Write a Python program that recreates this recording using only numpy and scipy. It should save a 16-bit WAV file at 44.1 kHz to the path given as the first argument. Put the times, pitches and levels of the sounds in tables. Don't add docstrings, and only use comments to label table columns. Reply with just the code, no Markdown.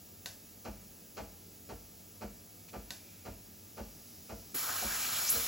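import sys
import numpy as np
from scipy import signal
from scipy.fft import rfft, irfft
from scipy.io import wavfile

SR = 44100
rng = np.random.default_rng(int(sys.argv[2]) if len(sys.argv) > 2 else 0)


def master_out(mix):
    frames = np.transpose(np.atleast_2d(mix))
    ceiling = np.clip(frames, -1, 1)
    pcm = np.round(ceiling * 32767).astype(np.int16)
    wavfile.write(sys.argv[1], SR, pcm)


N = 241427
TIME = np.arange(N) / SR
BINS_HZ = np.maximum(np.arange(N // 2 + 1) * SR / N, 1)
VALVE_OPENS_S = 4.542


def from_db(db):
    return 10 ** (np.asarray(db) / 20)


def rms_one(x):
    return x / np.sqrt(np.mean(x ** 2) + 1e-20)


def over_hz(points):
    hz, value = np.transpose(points)
    return np.interp(np.log(BINS_HZ), np.log(hz), value)


def noise(spectrum):
    # (frequency [Hz], side over middle [dB])
    side_width = [(50, -16), (110, -15.5), (220, -11.5), (450, -6), (1000, -4), (1500, -11.5), (2300, -31),
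                  (5500, -24), (9000, -59)]
    mid_db = over_hz(spectrum)
    side_db = mid_db + over_hz(side_width)
    white = rfft(rng.standard_normal((2, N)))
    mid, side = irfft(white * from_db([mid_db, side_db]), N)
    return rms_one(np.array([mid + side, mid - side]))


def flutter(rate_hz, depth_db):
    slow = rfft(rng.standard_normal(N)) / (1 + (BINS_HZ / rate_hz) ** 2)
    return from_db(depth_db * rms_one(irfft(slow, N)))


def swing(crest_s, period_s, depth_db):
    return from_db(depth_db * np.cos(2 * np.pi * (TIME - crest_s) / period_s))


def ramp(start_s, length_s):
    return np.clip((TIME - start_s) / length_s, 0, 1)


def dying(t60):
    return np.exp(-np.log(1000) * TIME / t60)


def clicks(times, levels_db):
    out = np.zeros(N)
    at = np.clip(np.round(times * SR).astype(int), 0, N - 1)
    out[at] = from_db(levels_db)
    return out


def soften(x, cut_hz):
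    low_pass = signal.butter(2, min(cut_hz, SR / 2 - 100), fs=SR, output="sos")
    return signal.sosfilt(low_pass, x + 1e-18)


def band(x, low_hz, high_hz):
    low_cut = signal.butter(2, low_hz, "high", fs=SR, output="sos")
    return signal.sosfilt(low_cut, soften(x, high_hz))


def resonate(x, hz, width_hz):
    r = np.exp(-np.pi * width_hz / SR)
    feedback = [1, -2 * r * np.cos(2 * np.pi * hz / SR), r * r]
    return signal.lfilter(np.array([1, 0, -1]) * (1 - r * r) / 2, feedback, x)


def ring(force, modes):
    out = 0
    for k, (hz, db, t60) in enumerate(modes):
        r = from_db(-60 / (t60 * SR))
        w = 2 * np.pi * hz / SR
        wave = signal.lfilter([.5, 0, -.5], [1, -2 * r * np.cos(w), r * r], force + 1e-18)
        out = out + (-1) ** k * from_db(db) * wave
    return out


def convolve(x, response):
    return signal.fftconvolve(x[None], response[:, :SR // 2], axes=1)[:, :N]


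def counter(x, count=14, echo_db=-6.5):
    delays = rng.uniform(.0015, .022, count)
    signs = rng.choice([-1, 1], count)
    echoes = sum(sign * np.roll(x, int(delay * SR), axis=-1) for delay, sign in zip(delays, signs))
    return rms_one(x + from_db(echo_db) * echoes / np.sqrt(count))


def kitchen(x, t60=.6):
    tail = noise([(60, -31), (200, -3), (16000, 5.5)]) * dying(t60) * (TIME > .004)
    return convolve(x, tail / np.sqrt(np.sum(tail ** 2) / 2))


def ambience(level_db=-51.5, hum_hz=95.7, hum_db=-66):
    # (frequency [Hz], level per hertz [dB])
    room_spectrum = [(20, -18), (40, -3), (55, -3.5), (78, 0), (95, 2), (125, -7), (200, 1.5), (300, -8.5),
                     (500, -11), (950, -22), (1900, -23.5), (2700, -21.5), (3800, -22), (5400, -16.5),
                     (7500, -17.5), (11500, -16), (15000, -12)]
    hum = from_db(hum_db) * np.sin(2 * np.pi * hum_hz * TIME) * flutter(3.6, 0.5)
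    return from_db(level_db) * counter(noise(room_spectrum)) + hum


def boiler(start_s=3.45, rise_s=0.67, level_db=-56):
    # (frequency [Hz], level per hertz [dB])
    sizzle_spectrum = [(1000, -13.5), (3500, -7.5), (5400, 2), (7500, -4), (15000, 0)]
    return from_db(level_db) * ramp(start_s, rise_s) * noise(sizzle_spectrum)


def relay(bounce_s=0.00111, bounce_db=-6, snap_db=-32, snap_t60=0.010, tail_db=-44, tail_t60=0.33):
    # (time [s], level [dB])
    relay_clicks = [(0.259, -0.5), (2.906, -1.5)]
    # (frequency [Hz], level [dB], t60 [s])
    housing_modes = [(1526, -50, 0.15), (2410, -51, 0.05), (4050, -37, 0.053), (5060, -32, 0.0085),
                     (6560, -36.5, 0.0092)]
    # (frequency [Hz], level per hertz [dB])
    snap_spectrum = [(150, -27), (350, 0), (550, 4), (1050, -9), (1600, -4), (2500, -6), (4200, -0.5),
                     (7000, -3), (10500, -4.5), (16000, -15)]
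    at, db = np.transpose(relay_clicks)
    force = clicks(at, db) + clicks(at + bounce_s, db + bounce_db)
    decay = from_db(snap_db) * dying(snap_t60) + from_db(tail_db) * dying(tail_t60)
    return convolve(force, noise(snap_spectrum) * decay) + ring(force, housing_modes)


def cloth():
    # (middle [s], length [s], level [dB])
    touches = [(2.694, 0.039, -54.5), (3.094, 0.87, -65)]
    # (frequency [Hz], level per hertz [dB])
    rub_spectrum = [(400, -11), (2050, -12), (2400, 2), (2900, -8), (6000, -8), (9000, -15), (15000, -19)]
    pressure = 0
    for middle, length, db in touches:
        swell = np.sin(np.pi * ramp(middle - length / 2, length)) ** 2
        pressure = pressure + from_db(db) * swell
    return pressure * flutter(60, 0.91) * noise(rub_spectrum)


def pump(level_db=-2.0, jitter_s=.0005, uneven_db=1.47, rattle_db=-45.5, rattle_t60=0.18,
         room_db=-10, panel_room_db=-5, scrape_db=-17):
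    # (delay [s], level [dB], lowest [Hz], highest [Hz])
    contacts = [(-.004, 5, 222, 373), (.001, -4, 700, 5500), (.0065, 9, 730, 960), (.011, -6.5, 600, 7000),
                (.016, -2, 200, 1110), (.022, 0.5, 160, 2010), (.025, 6, 35, 650), (.031, 6.5, 44.5, 332)]
    # (frequency [Hz], level [dB], t60 [s])
    casing_modes = [(51, -49.5, 0.46), (69, -43, 0.17), (91.8, -46, 0.32), (131.1, -57, 0.2),
                    (205.4, -51, 0.24), (223.4, -46.5, 0.14), (252, -50, 0.19), (325, -53.5, 0.099),
                    (378, -58.5, 0.12), (400.6, -63.5, 0.13), (468.7, -53, 0.23), (570, -51.5, 0.17),
                    (714, -56, 0.066), (739, -50.5, 0.086), (808, -65.5, 0.18), (869, -53, 0.09),
                    (910, -52.5, 0.12), (1200, -60, 0.15), (1495, -61, 0.1)]
    # (frequency [Hz], level per hertz [dB])
    rattle_spectrum = [(130, -5), (250, 6), (550, 1.5), (880, 5), (1050, -3), (1500, -4), (1950, -5.5),
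                       (2450, 0.5), (3400, -9), (5200, -2), (8000, -7.5), (15000, -46)]
    first_s, period_s, count = .6493, .5204, 10
    first_extra_db, settle_s = 1.1, 0.51
    travel_s = 0.024

    stroke = np.arange(count)
    start = first_s + period_s * stroke
    stroke_db = level_db + first_extra_db * np.exp(-(start - first_s) / settle_s)
    loose_db = 5 * (stroke == 1)
    force = 0
    for delay, db, low_hz, high_hz in contacts:
        late, strong = rng.standard_normal((len(start), 2)).T
        hits = clicks(start + delay + jitter_s * late, stroke_db + db + uneven_db * strong)
        force = force + band(hits, low_hz, high_hz)
    travel = np.sin(np.pi * np.minimum(TIME[:SR // 2] / travel_s, 1))
    moving = signal.fftconvolve(clicks(start, stroke_db), travel)[:N]
    scrape = moving * band(rng.standard_normal(N), 500, 6000) / np.sqrt(travel_s * SR / 2)
    force = force + from_db(scrape_db) * scrape
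    body = ring(force, casing_modes)
    panel_force = force * from_db(rattle_db + np.interp(TIME, start, loose_db))
    panels = convolve(panel_force, noise(rattle_spectrum) * dying(rattle_t60))
    room = kitchen(from_db(room_db) * body + from_db(panel_room_db) * panels.mean(axis=0))
    return body + panels + room


def bubbling(peak_s=4.70, level_db=-44.5, rise_db_per_s=35, drying_db_per_s=11.5):
    # (frequency [Hz], level per hertz [dB])
    wet_spectrum = [(350, -19), (600, -12.5), (760, -7), (950, -8.5), (1250, 0), (1600, -1), (1950, -12.5),
                    (2800, -38)]
    past_peak = TIME - peak_s
    water_db = level_db + np.minimum(rise_db_per_s * past_peak, -drying_db_per_s * past_peak)
    slugs = from_db(water_db) * swing(peak_s, period_s=0.237, depth_db=2.5)
    knock = ring(clicks(np.array([4.826]), 0), [(730, -35.5, 0.1)])
    return counter(noise(wet_spectrum)) * slugs * flutter(42, 1.7) + knock


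def nozzle(level_db=-51, relative_width=0.39, size=32):
    # (time [s], frequency [Hz])
    climb = [(4.80, 1400), (4.95, 1630), (4.99, 2300), (5.11, 2850), (5.22, 4050), (5.29, 5960),
             (5.303, 11300), (5.318, 12200), (5.335, 15010)]
    clears_s, surge_db, surge_rise_s, surge_fall_s = 5.302, -27, 0.014, 0.049
    hz = np.interp(TIME, *np.transpose(climb))
    out, state = np.zeros(N), np.zeros((2, 2))
    white = counter(rng.standard_normal(N)) * flutter(70, 1.0)
    for i in range(int(VALVE_OPENS_S * SR), N, size):
        width = relative_width * hz[i]
        r = np.exp(-np.pi * width / SR)
        section = [(1 - r * r) / 2, 0, (r * r - 1) / 2, 1, -2 * r * np.cos(2 * np.pi * hz[i] / SR), r * r]
        block, state = signal.sosfilt([section, section], white[i:i + size], zi=state)
        out[i:i + size] = block * np.sqrt(2 * SR / (np.pi * width))
    surge = np.exp(np.minimum((TIME - clears_s) / surge_rise_s, (clears_s - TIME) / surge_fall_s))
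    soft_onset = ramp(4.81, 0.071)
    sputter = soft_onset * swing(crest_s=5.28, period_s=0.1176, depth_db=5.5)
    return out * (from_db(level_db) * sputter + from_db(surge_db) * surge)


def steam(treble_hz=9800, opening_s=0.0051, puff_db=-39, puff_t60=0.11):
    # (frequency [Hz], level per hertz [dB])
    hiss_spectrum = [(60, -18), (150, -6.5), (450, -9), (750, -4), (1700, -3.5), (2400, -2.5), (3200, 0),
                     (4000, -0.5), (6500, 1.5), (8500, 3), (11000, 1.5), (14000, 7.5), (16000, 2)]
    # (frequency [Hz], width [Hz], level over the hiss [dB])
    wand_modes = [(2320, 75, -0.5), (4230, 320, -4), (5360, 200, -2), (7000, 320, -8), (9940, 300, -0.5)]
    since = np.maximum(TIME - VALVE_OPENS_S, 0)
    hiss_db = -37 + 5 * ramp(VALVE_OPENS_S, 0.65)
    treble_db = -1.5 + 7.5 * np.exp(-since / 0.11)
    jet = counter(noise(hiss_spectrum))
    resonances = sum(from_db(db) * resonate(jet, hz, width) for hz, width, db in wand_modes)
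    jet = rms_one(jet + resonances)
    treble = irfft(rfft(jet) / (1 + (treble_hz / BINS_HZ) ** 8), N)
    jet = jet + treble * (from_db(treble_db) - 1)
    jet = jet * from_db(hiss_db) * flutter(60, 0.6)
    puff = noise([(80, -12), (270, 3), (600, -11), (2000, -16), (8000, -32)])
    puff = from_db(puff_db) * puff * np.exp(-np.log(1000) * since / puff_t60)
    return (jet + bubbling() + nozzle() + puff) * ramp(VALVE_OPENS_S, opening_s)


def scene():
    return pump() + relay() + cloth() + boiler() + steam() + ambience()


def record(dry, low_cut_hz=46, top_hz=15900):
    # (frequency [Hz], phase [rad])
    stereo_phase = [(2100, 0), (3300, -.42), (7650, 0), (8350, -3.14), (9480, -3.14), (10700, -.2),
                    (11600, .2), (13170, 3.14), (13650, 3.14), (15250, 6)]
    low_cut = 1 / np.sqrt(1 + (low_cut_hz / BINS_HZ) ** 8)
    turn = np.exp(1j * over_hz(stereo_phase) / 2 * np.array([[1], [-1]]))
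    fade_out = np.minimum((N - np.arange(N)) / 64, 1)
    channels = irfft(rfft(dry * fade_out) * low_cut * turn, N)
    top_cut = signal.ellip(12, .1, 80, top_hz, fs=SR, output="sos")
    return signal.sosfilt(top_cut, channels)


dry = scene()
out = record(dry)
master_out(out)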